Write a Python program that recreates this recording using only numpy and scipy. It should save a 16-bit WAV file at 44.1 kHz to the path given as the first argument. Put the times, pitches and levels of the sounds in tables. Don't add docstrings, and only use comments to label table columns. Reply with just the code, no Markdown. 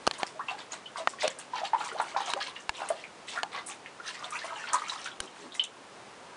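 import sys
import numpy as np
from scipy import signal
from scipy.fft import rfft, irfft
from scipy.io import wavfile

SR = 44100
rng = np.random.default_rng(int(sys.argv[2]) if len(sys.argv) > 2 else 0)


def dump(signal):
    limited = np.clip(np.atleast_2d(signal).T, -1, 1)
    pcm = np.round(limited * 32767).astype(np.int16)
    wavfile.write(sys.argv[1], SR, pcm)


N = 280476
TIME = np.arange(N) / SR


def from_db(db):
    return 10 ** (np.asarray(db) / 20)


def unit_rms(x):
    return x / np.sqrt(np.mean(x ** 2) + 1e-20)


def at_hz(colour, hz):
    freqs, levels = np.transpose(colour)
    return from_db(np.interp(np.log(hz + 1e-9), np.log(freqs), levels))


def fader(points):
    return from_db(np.interp(TIME, *np.transpose(points)))


def add(out, s, sound):
    start = max(0, round(s * SR))
    out[start:start + len(sound)] += sound[:N - start]


def filtered(x, kind, hz, order=2):
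    return signal.sosfilt(signal.butter(order, hz, kind, fs=SR, output="sos"), x)


def decay(t, t60):
    return np.exp(-np.log(1000) * t / t60)


def drift(per_s):
    steps = rng.standard_normal(int(N / SR * per_s) + 2)
    return np.interp(TIME * per_s + rng.random(), np.arange(len(steps)), np.clip(steps, -2, 2))


def rush(hz, octaves):
    away = np.log2((np.fft.rfftfreq(N, 1 / SR) + 1) / hz) / octaves
    return unit_rms(irfft(rfft(rng.standard_normal(N)) * np.exp(-.5 * away ** 2), N))


def stroke(crest_s, swell_s):
    fade_s = 0.016 + 0.2 * swell_s
    near = np.abs(TIME - crest_s) < 10 * fade_s
    t, power = TIME[near] - crest_s, np.zeros(N)
    power[near] = np.exp(-np.where(t < 0, (t / swell_s) ** 2, np.abs(t / fade_s) ** 1.35))
    return power


def room_noise():
    # frequency in Hz, relative level in dB.
    colour = [(20, -24), (45, -14), (80, -8), (125, 0), (200, 2), (370, 6), (600, 5.5), (1000, 5.5),
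              (1500, 1), (3000, -4.5), (6000, -10), (10000, -15)]
    # time in seconds, level in dB.
    levels = [(0, -48), (.4, -50), (2.6, -50.5), (3.2, -49.5), (5.7, -51.5), (6.0, -49), (6.36, -49.5)]
    spectrum = rfft(rng.standard_normal(N)) * at_hz(colour, np.fft.rfftfreq(N, 1 / SR))
    return fader(levels) * unit_rms(irfft(spectrum, N))


def tile_tail(t60=0.2, treble_t60=.11, split_hz=2800, build_s=0.00067):
    t = TIME[:SR // 3]
    noise = rng.standard_normal(len(t)) * (1 - np.exp(-t / build_s))
    low = filtered(noise, "low", split_hz, order=1)
    tail = low * decay(t, t60) + (noise - low) * decay(t, treble_t60)
    return tail / np.linalg.norm(noise * decay(t, t60))


def bathroom(water, tail_db=-4.0, tub_db=-1, path_change=0.0714):
    # pitch in Hz, relative level in dB, t60 in seconds.
    tub_modes = [(496, -9, 0.26), (517.5, -6, 0.72), (637, 0.5, 0.12), (735, -5, 0.11), (797, 2, 0.28),
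                 (860, -9, 0.12), (958, -0.5, 0.12), (1005, -17, 0.16), (1210, -10.5, 0.11),
                 (1640, -6.5, 0.19)]
    # mean delay in seconds, level in dB.
    echoes = [(.0052, -20.5), (.012, -8.5)]
    place, t = drift(per_s=5), TIME[:SR // 3]
    hollow = sum(from_db(db) * np.cos(2 * np.pi * hz * t) * decay(t, t60) * 2 / decay(t, t60).sum()
                 for hz, db, t60 in tub_modes)
    out = water + from_db(tub_db) * signal.fftconvolve(water, hollow)[:N]
    for delay, db in echoes:
        out += from_db(db) * np.interp(TIME - delay * (1 + path_change * place), TIME, water)
    for share in (np.cos(2 * place), np.sin(2 * place)):
        out += from_db(tail_db) * signal.fftconvolve(share * water, tile_tail())[:N]
    return out


def handling(thump_hz=55, thump_t60=0.035, crack_db=-4.5, crack_t60=0.017, contact_s=.00008,
             favour_db=4, favour_octaves=0.13):
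    # start in seconds, snap gain in dB, snap cutoff in Hz, favoured pitch in Hz,
    # knock level in dB, knock pitch in Hz, knock t60 in seconds, thump level in dB.
    clicks = [(.068, -16.5, 8500, 4000, -18, 1230, .03, -48),
              (0.0752, -13, 5500, 1120, -2.5, 710, 0.0054, -37),
              (0.1114, -18, 4770, 4200, -30, 890, .02, -59),
              (0.2315, -14, 3170, 2310, -14.5, 783, .018, -58),
              (1.0736, -8.5, 2380, 1680, -5.5, 1240, 0.0062, -90),
              (1.2784, -15.5, 8300, 5950, -28, 610, 0.044, -72),
              (2.3358, -13.5, 4350, 4250, -30, 965, .04, -66),
              (2.6933, -14, 4630, 1830, -22.5, 902, 0.025, -35),
              (3.4321, -14, 4040, 4220, -23, 780, 0.015, -62),
              (5.203, -19, 10600, 2870, -37, 500, 0.017, -36)]
    # pitch in Hz, relative level in dB, t60 in seconds.
    casing_modes = [(1070, -19, 0.03), (1720, -14, 0.028), (2370, -10.5, 0.0083), (3000, -5.5, 0.011),
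                    (4280, -5.5, 0.0085), (5860, -14, 0.013), (6720, -8.5, 0.0089), (9370, -7, 0.0085)]
    out, t = np.zeros(N), TIME[:SR // 12]
    for s, snap_db, top_hz, favoured_hz, knock_db, knock_hz, knock_t60, thump_db in clicks:
        knock = np.sin(2 * np.pi * knock_hz * t) * (1 - np.exp(-t / contact_s)) * decay(t, knock_t60)
        snap = from_db(crack_db) * rng.standard_normal(len(t)) * decay(t, crack_t60)
        for k, (hz, db, t60) in enumerate(casing_modes):
            boost_db = favour_db * np.exp(-(np.log2(hz / favoured_hz) / favour_octaves) ** 2)
            mode = np.sin(2 * np.pi * hz * rng.normal(1, 0.048) * t) * decay(t, t60)
            snap += from_db(db + boost_db) * (-1) ** k * mode
        snap = filtered(snap, "low", top_hz)
        click = filtered(from_db(knock_db) * knock + from_db(snap_db) * snap, "high", 190)
        thump = np.sin(2 * np.pi * thump_hz * t) * decay(t, thump_t60)
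        add(out, s, click + from_db(thump_db) * thump)
    return out


def laps(swell_s=0.033):
    # crest in seconds, level in dB.
    waves = [(5.235, -51), (5.445, -49)]
    power = sum(from_db(db) ** 2 * stroke(s, swell_s) for s, db in waves)
    return np.sqrt(power) * rush(hz=333, octaves=0.59)


def spits(tick_db=-1, tick_t60=0.008, half_width_octaves=0.31, uneven_db=3):
    # start in seconds, relative level in dB, centre in Hz,
    # t60 in seconds, swell in seconds.
    flicks = [(0.182, -34, 8360, 0.043, .004), (0.969, -36, 4430, 0.06, 0.0042),
              (1.203, -24, 4460, 0.11, 0.018), (1.226, -27, 7660, 0.043, 0.0075),
              (1.387, -36, 9700, 0.045, .001), (1.647, -37, 3270, .068, 0.0018),
              (1.802, -37, 3300, 0.053, 0.0033), (1.841, -40, 6600, .1, 0.0051),
              (1.926, -47, 9400, 0.05, 0.00089), (2.013, -40.5, 9000, 0.065, .003),
              (2.167, -38.5, 4440, 0.16, 0.0022), (2.26, -42.5, 6100, 0.066, .0005),
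              (2.599, -50, 6460, .17, .002), (2.886, -38, 9300, 0.077, .001),
              (3.277, -37.5, 3100, 0.19, .006), (3.386, -42, 5000, 0.011, .0005),
              (3.661, -36, 9700, 0.17, .004), (4.071, -51, 5500, 0.066, .003),
              (4.191, -45.5, 5460, 0.045, .001), (4.305, -42, 7700, 0.043, .0005),
              (4.388, -38, 4000, 0.071, .001), (4.671, -35.5, 2830, 0.067, 0.0012),
              (4.732, -28, 7200, 0.084, .0006), (4.882, -38.5, 6150, .03, .001),
              (5.044, -27.5, 6150, .0063, .0002), (5.058, -35, 3200, .013, .0003),
              (5.638, -35.5, 7400, 0.026, .0003)]
    out, t = np.zeros(N), TIME[:SR // 6]
    for s, db, hz, t60, swell_s in flicks:
        band_hz = hz * 2 ** (half_width_octaves * np.array([-1, 1]))
        flutter = from_db(uneven_db * drift(per_s=550)[:len(t)])
        patter = unit_rms(filtered(flutter * rng.standard_normal(len(t)), "band", band_hz))
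        attack = 1 - np.exp(-t / swell_s)
        fade = decay(t, t60) + from_db(tick_db) * decay(t, tick_t60)
        add(out, s, from_db(db) * patter * attack * fade)
    return out


def plops(level_db=2, splat_db=-13, splat_t60=0.05, pinch_s=0.00074, pinch_at_hz=1010):
    # start in seconds, starting pitch in Hz, relative level in dB,
    # t60 in seconds, glide in octaves per second.
    bubbles = [(.355, 620, -47, 0.14, 2), (.393, 925, -28, 0.085, 42.5), (.484, 2630, -23, 0.041, 11),
               (0.486, 1020, -26.5, 0.029, -3), (.511, 754, -33, 0.049, 6), (.543, 833, -34.5, 0.06, 3.5),
               (.720, 6610, -30.5, 0.033, 15), (.858, 2910, -36, 0.062, 10), (.958, 1100, -24, 0.02, 12),
               (.984, 737, -32.5, 0.06, -3), (1.000, 645, -33, 0.12, 0.5), (1.134, 1080, -37.5, 0.068, 3),
               (1.186, 1885, -37, 0.05, -2.5), (1.23, 957, -25, 0.039, -17), (1.233, 644, -28, .06, 1),
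               (1.241, 579, -17.5, 0.054, 10.5), (1.248, 523, -23.5, 0.083, 1.5),
               (1.534, 943, -26.5, 0.041, 9), (1.555, 814, -28, 0.043, 10), (1.615, 646, -32.5, 0.21, 8.5),
               (1.634, 777, -29, 0.09, 3.5), (1.7325, 838, -15.5, 0.036, 9.5),
               (1.744, 935, -17.5, 0.037, 6), (1.805, 846, -25, 0.05, -0.5), (1.811, 1380, -29.5, .05, 1.5),
               (1.915, 1400, -28, 0.027, 6), (1.924, 408, -34.5, 0.067, 9.5), (1.947, 530, -36, 0.22, 36.5),
               (1.9985, 844, -11.5, 0.023, 24), (2.01, 980, -36, 0.03, 4), (2.144, 642, -34.5, 0.081, 5),
               (2.147, 1410, -32, 0.039, -3.5), (2.1627, 955, -13.5, 0.018, 8), (2.166, 788, -23, 0.032, 5),
               (2.178, 1027, -25, 0.061, 1.5), (2.204, 866, -24, 0.035, -0.5),
               (2.279, 688, -29.5, 0.048, 9.5), (2.298, 980, -24, 0.019, -2),
               (2.343, 383, -35.5, 0.072, 11), (2.36, 540, -31.5, 0.083, 12.5), (2.372, 774, -30, 0.035, 9),
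               (2.4112, 1260, -29, 0.029, -4), (2.41, 1630, -25, 0.025, 8), (2.48, 1017, -38.5, 0.087, 3),
               (2.563, 2780, -32.5, 0.024, 4), (2.817, 747, -30.5, 0.045, 10.5),
               (2.832, 1470, -39, 0.032, 4), (2.85, 795, -42, 0.029, 9), (2.888, 2090, -40, 0.034, 4),
               (2.902, 598, -18.5, 0.059, 17), (3.039, 2230, -29, 0.015, 20), (3.36, 1850, -34, 0.057, 5),
               (3.375, 1400, -23.5, 0.022, 17), (3.386, 1790, -32, .04, -1), (3.434, 840, -25, 0.024, 5),
               (3.547, 1080, -32, .06, 5), (3.575, 1980, -33.5, 0.068, 3.5), (3.860, 2170, -25, 0.0054, 0),
               (3.999, 1344, -35, 0.061, 10), (4.052, 1290, -39, .04, 3), (4.146, 1846, -36.5, 0.036, 4),
               (4.226, 1160, -40.5, 0.046, 9), (4.243, 3440, -24.5, 0.0066, -2),
               (4.323, 1152, -33, 0.17, 12.5), (4.355, 2340, -32.5, 0.06, 10.5),
               (4.366, 2520, -33, 0.017, 0), (4.417, 1740, -35, .04, 9), (4.352, 1940, -38, 0.066, 2),
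               (4.441, 651, -33, 0.066, 4), (4.48, 2100, -36, .03, 0), (4.487, 670, -38, .07, 0),
               (4.523, 930, -35.5, 0.064, 4), (4.565, 835, -39, 0.089, 2), (4.52, 654, -40, 0.093, 1.5),
               (4.558, 3060, -37, 0.037, -7), (4.617, 1830, -39, 0.044, 4), (4.69, 4500, -35, 0.027, 1),
               (4.701, 3280, -35, 0.022, 0), (4.733, 1260, -20, 0.026, -2), (4.742, 989, -19, 0.042, 3.5),
               (4.755, 1118, -19, 0.031, -1), (4.785, 3900, -34.5, 0.013, 0), (4.838, 2100, -35, 0.034, 8),
               (4.819, 1250, -24, 0.022, -8), (4.861, 2280, -33, 0.02, 4), (4.986, 1210, -37.5, 0.041, 9),
               (4.896, 3890, -24.5, 0.028, 3.5), (4.919, 997, -30, 0.054, 12.5),
               (4.992, 2930, -37.5, 0.017, 6), (5.059, 1413, -29.5, 0.026, -1),
               (5.073, 1503, -33.5, 0.048, -1), (5.115, 3300, -35, 0.017, 9), (5.275, 3040, -39.5, .02, 9),
               (5.521, 3630, -33, 0.0094, 8), (5.542, 3740, -35.5, 0.015, 14), (5.595, 3030, -15, 0.026, 2),
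               (5.608, 3040, -29, 0.02, -1), (5.613, 3030, -38, .035, 3), (5.64, 3100, -24, 0.0079, 2)]
    out, t = np.zeros(N), TIME[:SR // 6]
    for s, hz, db, t60, glide in bubbles:
        pitch = hz * 2 ** np.minimum(glide * t, 1)
        tone = decay(t, t60) * np.sin(2 * np.pi * np.cumsum(pitch) / SR)
        noise = unit_rms(filtered(rng.standard_normal(len(t)), "band", [hz * 0.86, hz + 580]))
        splat = from_db(splat_db) * decay(t, splat_t60) * noise
        pinch = (1 - np.exp(-t / pinch_s * np.sqrt(hz / pinch_at_hz))) ** 2
        add(out, s, from_db(db) * pinch * (tone + splat))
    return from_db(level_db) * filtered(out, "high", 280)


def hand_push(level_db=-10.5):
    # time in seconds, relative level in dB.
    vigour = [(4.03, -46), (4.064, -46), (4.29, -47.5), (4.352, -38.5), (4.5, -43.5), (4.65, -40.5),
              (4.72, -48.5), (4.89, -40.5), (5.18, -56.5)]
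    pushing = (TIME > vigour[0][0]) & (TIME < vigour[-1][0])
    return pushing * from_db(level_db) * fader(vigour)


def ring(kicks, hz, t60):
    radius, angle = decay(1 / SR, t60), 2 * np.pi * hz / SR
    return signal.lfilter([0, np.sin(angle)], [1, -2 * radius * np.cos(angle), radius ** 2], kicks + 1e-18)


def swarm(colour, per_s, cycles, spread_db, cluster_db, sizes=32):
    out = np.zeros(N)
    pitches = np.geomspace(colour[0][0], colour[-1][0], sizes)
    for alike in np.array_split(pitches, 8):
        cluster = from_db(cluster_db * drift(per_s=40))
        for hz in alike:
            births = rng.integers(0, N, rng.poisson(per_s / sizes * N / SR))
            rarity, polarity = rng.random((len(births), 2)).T
            strength = from_db(spread_db * np.minimum(-np.log(rarity), np.pi))
            kicks = np.zeros(N)
            kicks[births] = strength * np.sign(polarity - .5)
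            out += at_hz(colour, hz) * unit_rms(ring(kicks * cluster, hz, cycles / hz))
    return unit_rms(filtered(out, "high", .8 * pitches[0]))


def sloshes(gurgle_db=-5.0, fizz_db=-2.5, spray_db=-2.5, sheet_db=-11, wake_db=4.5, ticks_db=-7.0):
    # crest in seconds, swell in seconds, then relative levels of gurgle, fizz and spray in dB.
    strokes = [(0.064, 0.032, -57, -68, -78), (0.138, 0.0036, -60, -46.5, -52),
               (0.217, 0.022, -39, -45.5, -53), (0.266, 0.0012, -63, -51, -43.5),
               (.505, 0.018, -41, -45, -53.5), (0.593, 0.0097, -41, -45, -57),
               (0.732, 0.013, -41.5, -44, -49.5), (0.983, 0.012, -39, -42.5, -49),
               (1.105, 0.024, -77, -60, -47.5), (1.248, 0.028, -42, -35, -66),
               (1.305, 0.0061, -53, -49, -49), (1.395, 0.0043, -48, -47.5, -47.5),
               (1.581, 0.028, -37.5, -39.5, -60), (1.654, 0.0082, -41, -39.5, -47.5),
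               (1.812, 0.0085, -34, -44, -65), (1.872, 0.065, -43.5, -43.5, -49.5),
               (2.007, 0.03, -40, -44.5, -59), (2.1, 0.06, -45, -50.5, -53),
               (2.208, 0.0098, -38, -39.5, -52), (2.293, 0.033, -39, -38.5, -49),
               (2.378, 0.011, -33.5, -50, -58), (2.415, 0.0079, -52, -35.5, -55),
               (2.476, 0.015, -47, -40.5, -50), (2.561, 0.0073, -63, -45.5, -61),
               (2.772, 0.02, -54, -45.5, -49.5), (2.824, 0.024, -35, -49.5, -52.5),
               (2.902, 0.065, -47.5, -49.5, -70), (3.0, 0.076, -70, -53.5, -60.5),
               (3.296, 0.012, -48, -41, -42.5), (3.333, 0.012, -43, -39, -45.5),
               (3.368, 0.012, -36, -49, -52), (3.555, 0.02, -36, -39.5, -66),
               (3.582, 0.0068, -37.5, -46, -64), (3.702, 0.016, -44, -47, -44),
               (4.088, 0.023, -71, -41.5, -46), (4.145, 0.014, -55, -44.5, -55),
               (4.245, 0.02, -38, -50, -51.5), (4.355, 0.028, -42.5, -55, -48),
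               (4.45, 0.0099, -38.5, -49, -45.5), (4.525, 0.037, -42, -62, -68),
               (4.601, 0.03, -44, -56, -50), (4.688, 0.0055, -35.5, -44.5, -70),
               (4.744, 0.015, -28.5, -42.5, -55), (4.82, 0.029, -44, -52, -52),
               (4.896, 0.013, -47, -40.5, -49), (4.935, 0.018, -44, -45, -47),
               (5.0, 0.015, -59, -52, -46.5), (5.062, 0.022, -48, -44.5, -49.5),
               (5.235, 0.017, -49, -52, -53.5), (5.44, 0.078, -58, -54, -58.5),
               (5.55, 0.0067, -68, -58, -46.5)]
    # time in seconds, relative level in dB.
    ripples = [(0, -81), (2.5, -58), (3.2, -89), (4.5, -65), (5.7, -56.5), (6.0, -72), (6.36, -51)]
    # pitch in Hz, relative level in dB.
    gurgle_colour = [(380, -49), (520, -4), (680, -2.5), (950, 7), (1250, 7.5), (1650, 2.5)]
    fizz_colour = [(1650, 2.5), (2300, -4), (3000, 0.8), (4000, 1.5), (5000, -4.5)]
    spray_colour = [(5000, 3), (6500, -1.4), (8000, 2), (10000, -5.5)]
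    wake_colour = [(750, -6), (1300, 9.5), (2000, 5), (3200, -3)]
    tick_colour = [(2000, 10.5), (4000, -2.5), (6500, 3.5), (9500, -9)]
    hand = hand_push()
    hand_power = np.outer(from_db([-9, 0, -7.5]), hand) ** 2
    stroke_power = sum(from_db(levels)[:, None] ** 2 * stroke(s, swell) for s, swell, *levels in strokes)
    gurgle, fizz, spray = np.sqrt(stroke_power + hand_power)
    big = swarm(gurgle_colour, per_s=700, cycles=38, spread_db=2.0, cluster_db=2.5)
    small = swarm(fizz_colour, per_s=1200, cycles=42, spread_db=4.2, cluster_db=4.5)
    droplets = swarm(spray_colour, per_s=2400, cycles=36, spread_db=4.5, cluster_db=5)
    churn = swarm(wake_colour, per_s=90, cycles=60, spread_db=2.8, cluster_db=2)
    ticks = swarm(tick_colour, per_s=300, cycles=22, spread_db=4.0, cluster_db=1, sizes=20)
    sheet = rush(hz=3180, octaves=0.51)
    return (from_db(gurgle_db) * (gurgle + fader(ripples)) * big
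            + fizz * (from_db(fizz_db) * small + from_db(sheet_db) * sheet)
            + from_db(ticks_db) * np.hypot(fizz, spray) * ticks
            + from_db(spray_db) * spray * droplets
            + from_db(wake_db) * hand * churn)


def scene():
    water = sloshes() + spits() + laps() + plops()
    return (bathroom(water) + handling() + room_noise())[None]


def record(dry):
    cutoff_hz = 10080
    return signal.sosfilt(signal.ellip(10, .3, 70, cutoff_hz, fs=SR, output="sos"), dry)


dry = scene()
out = record(dry)
dump(out)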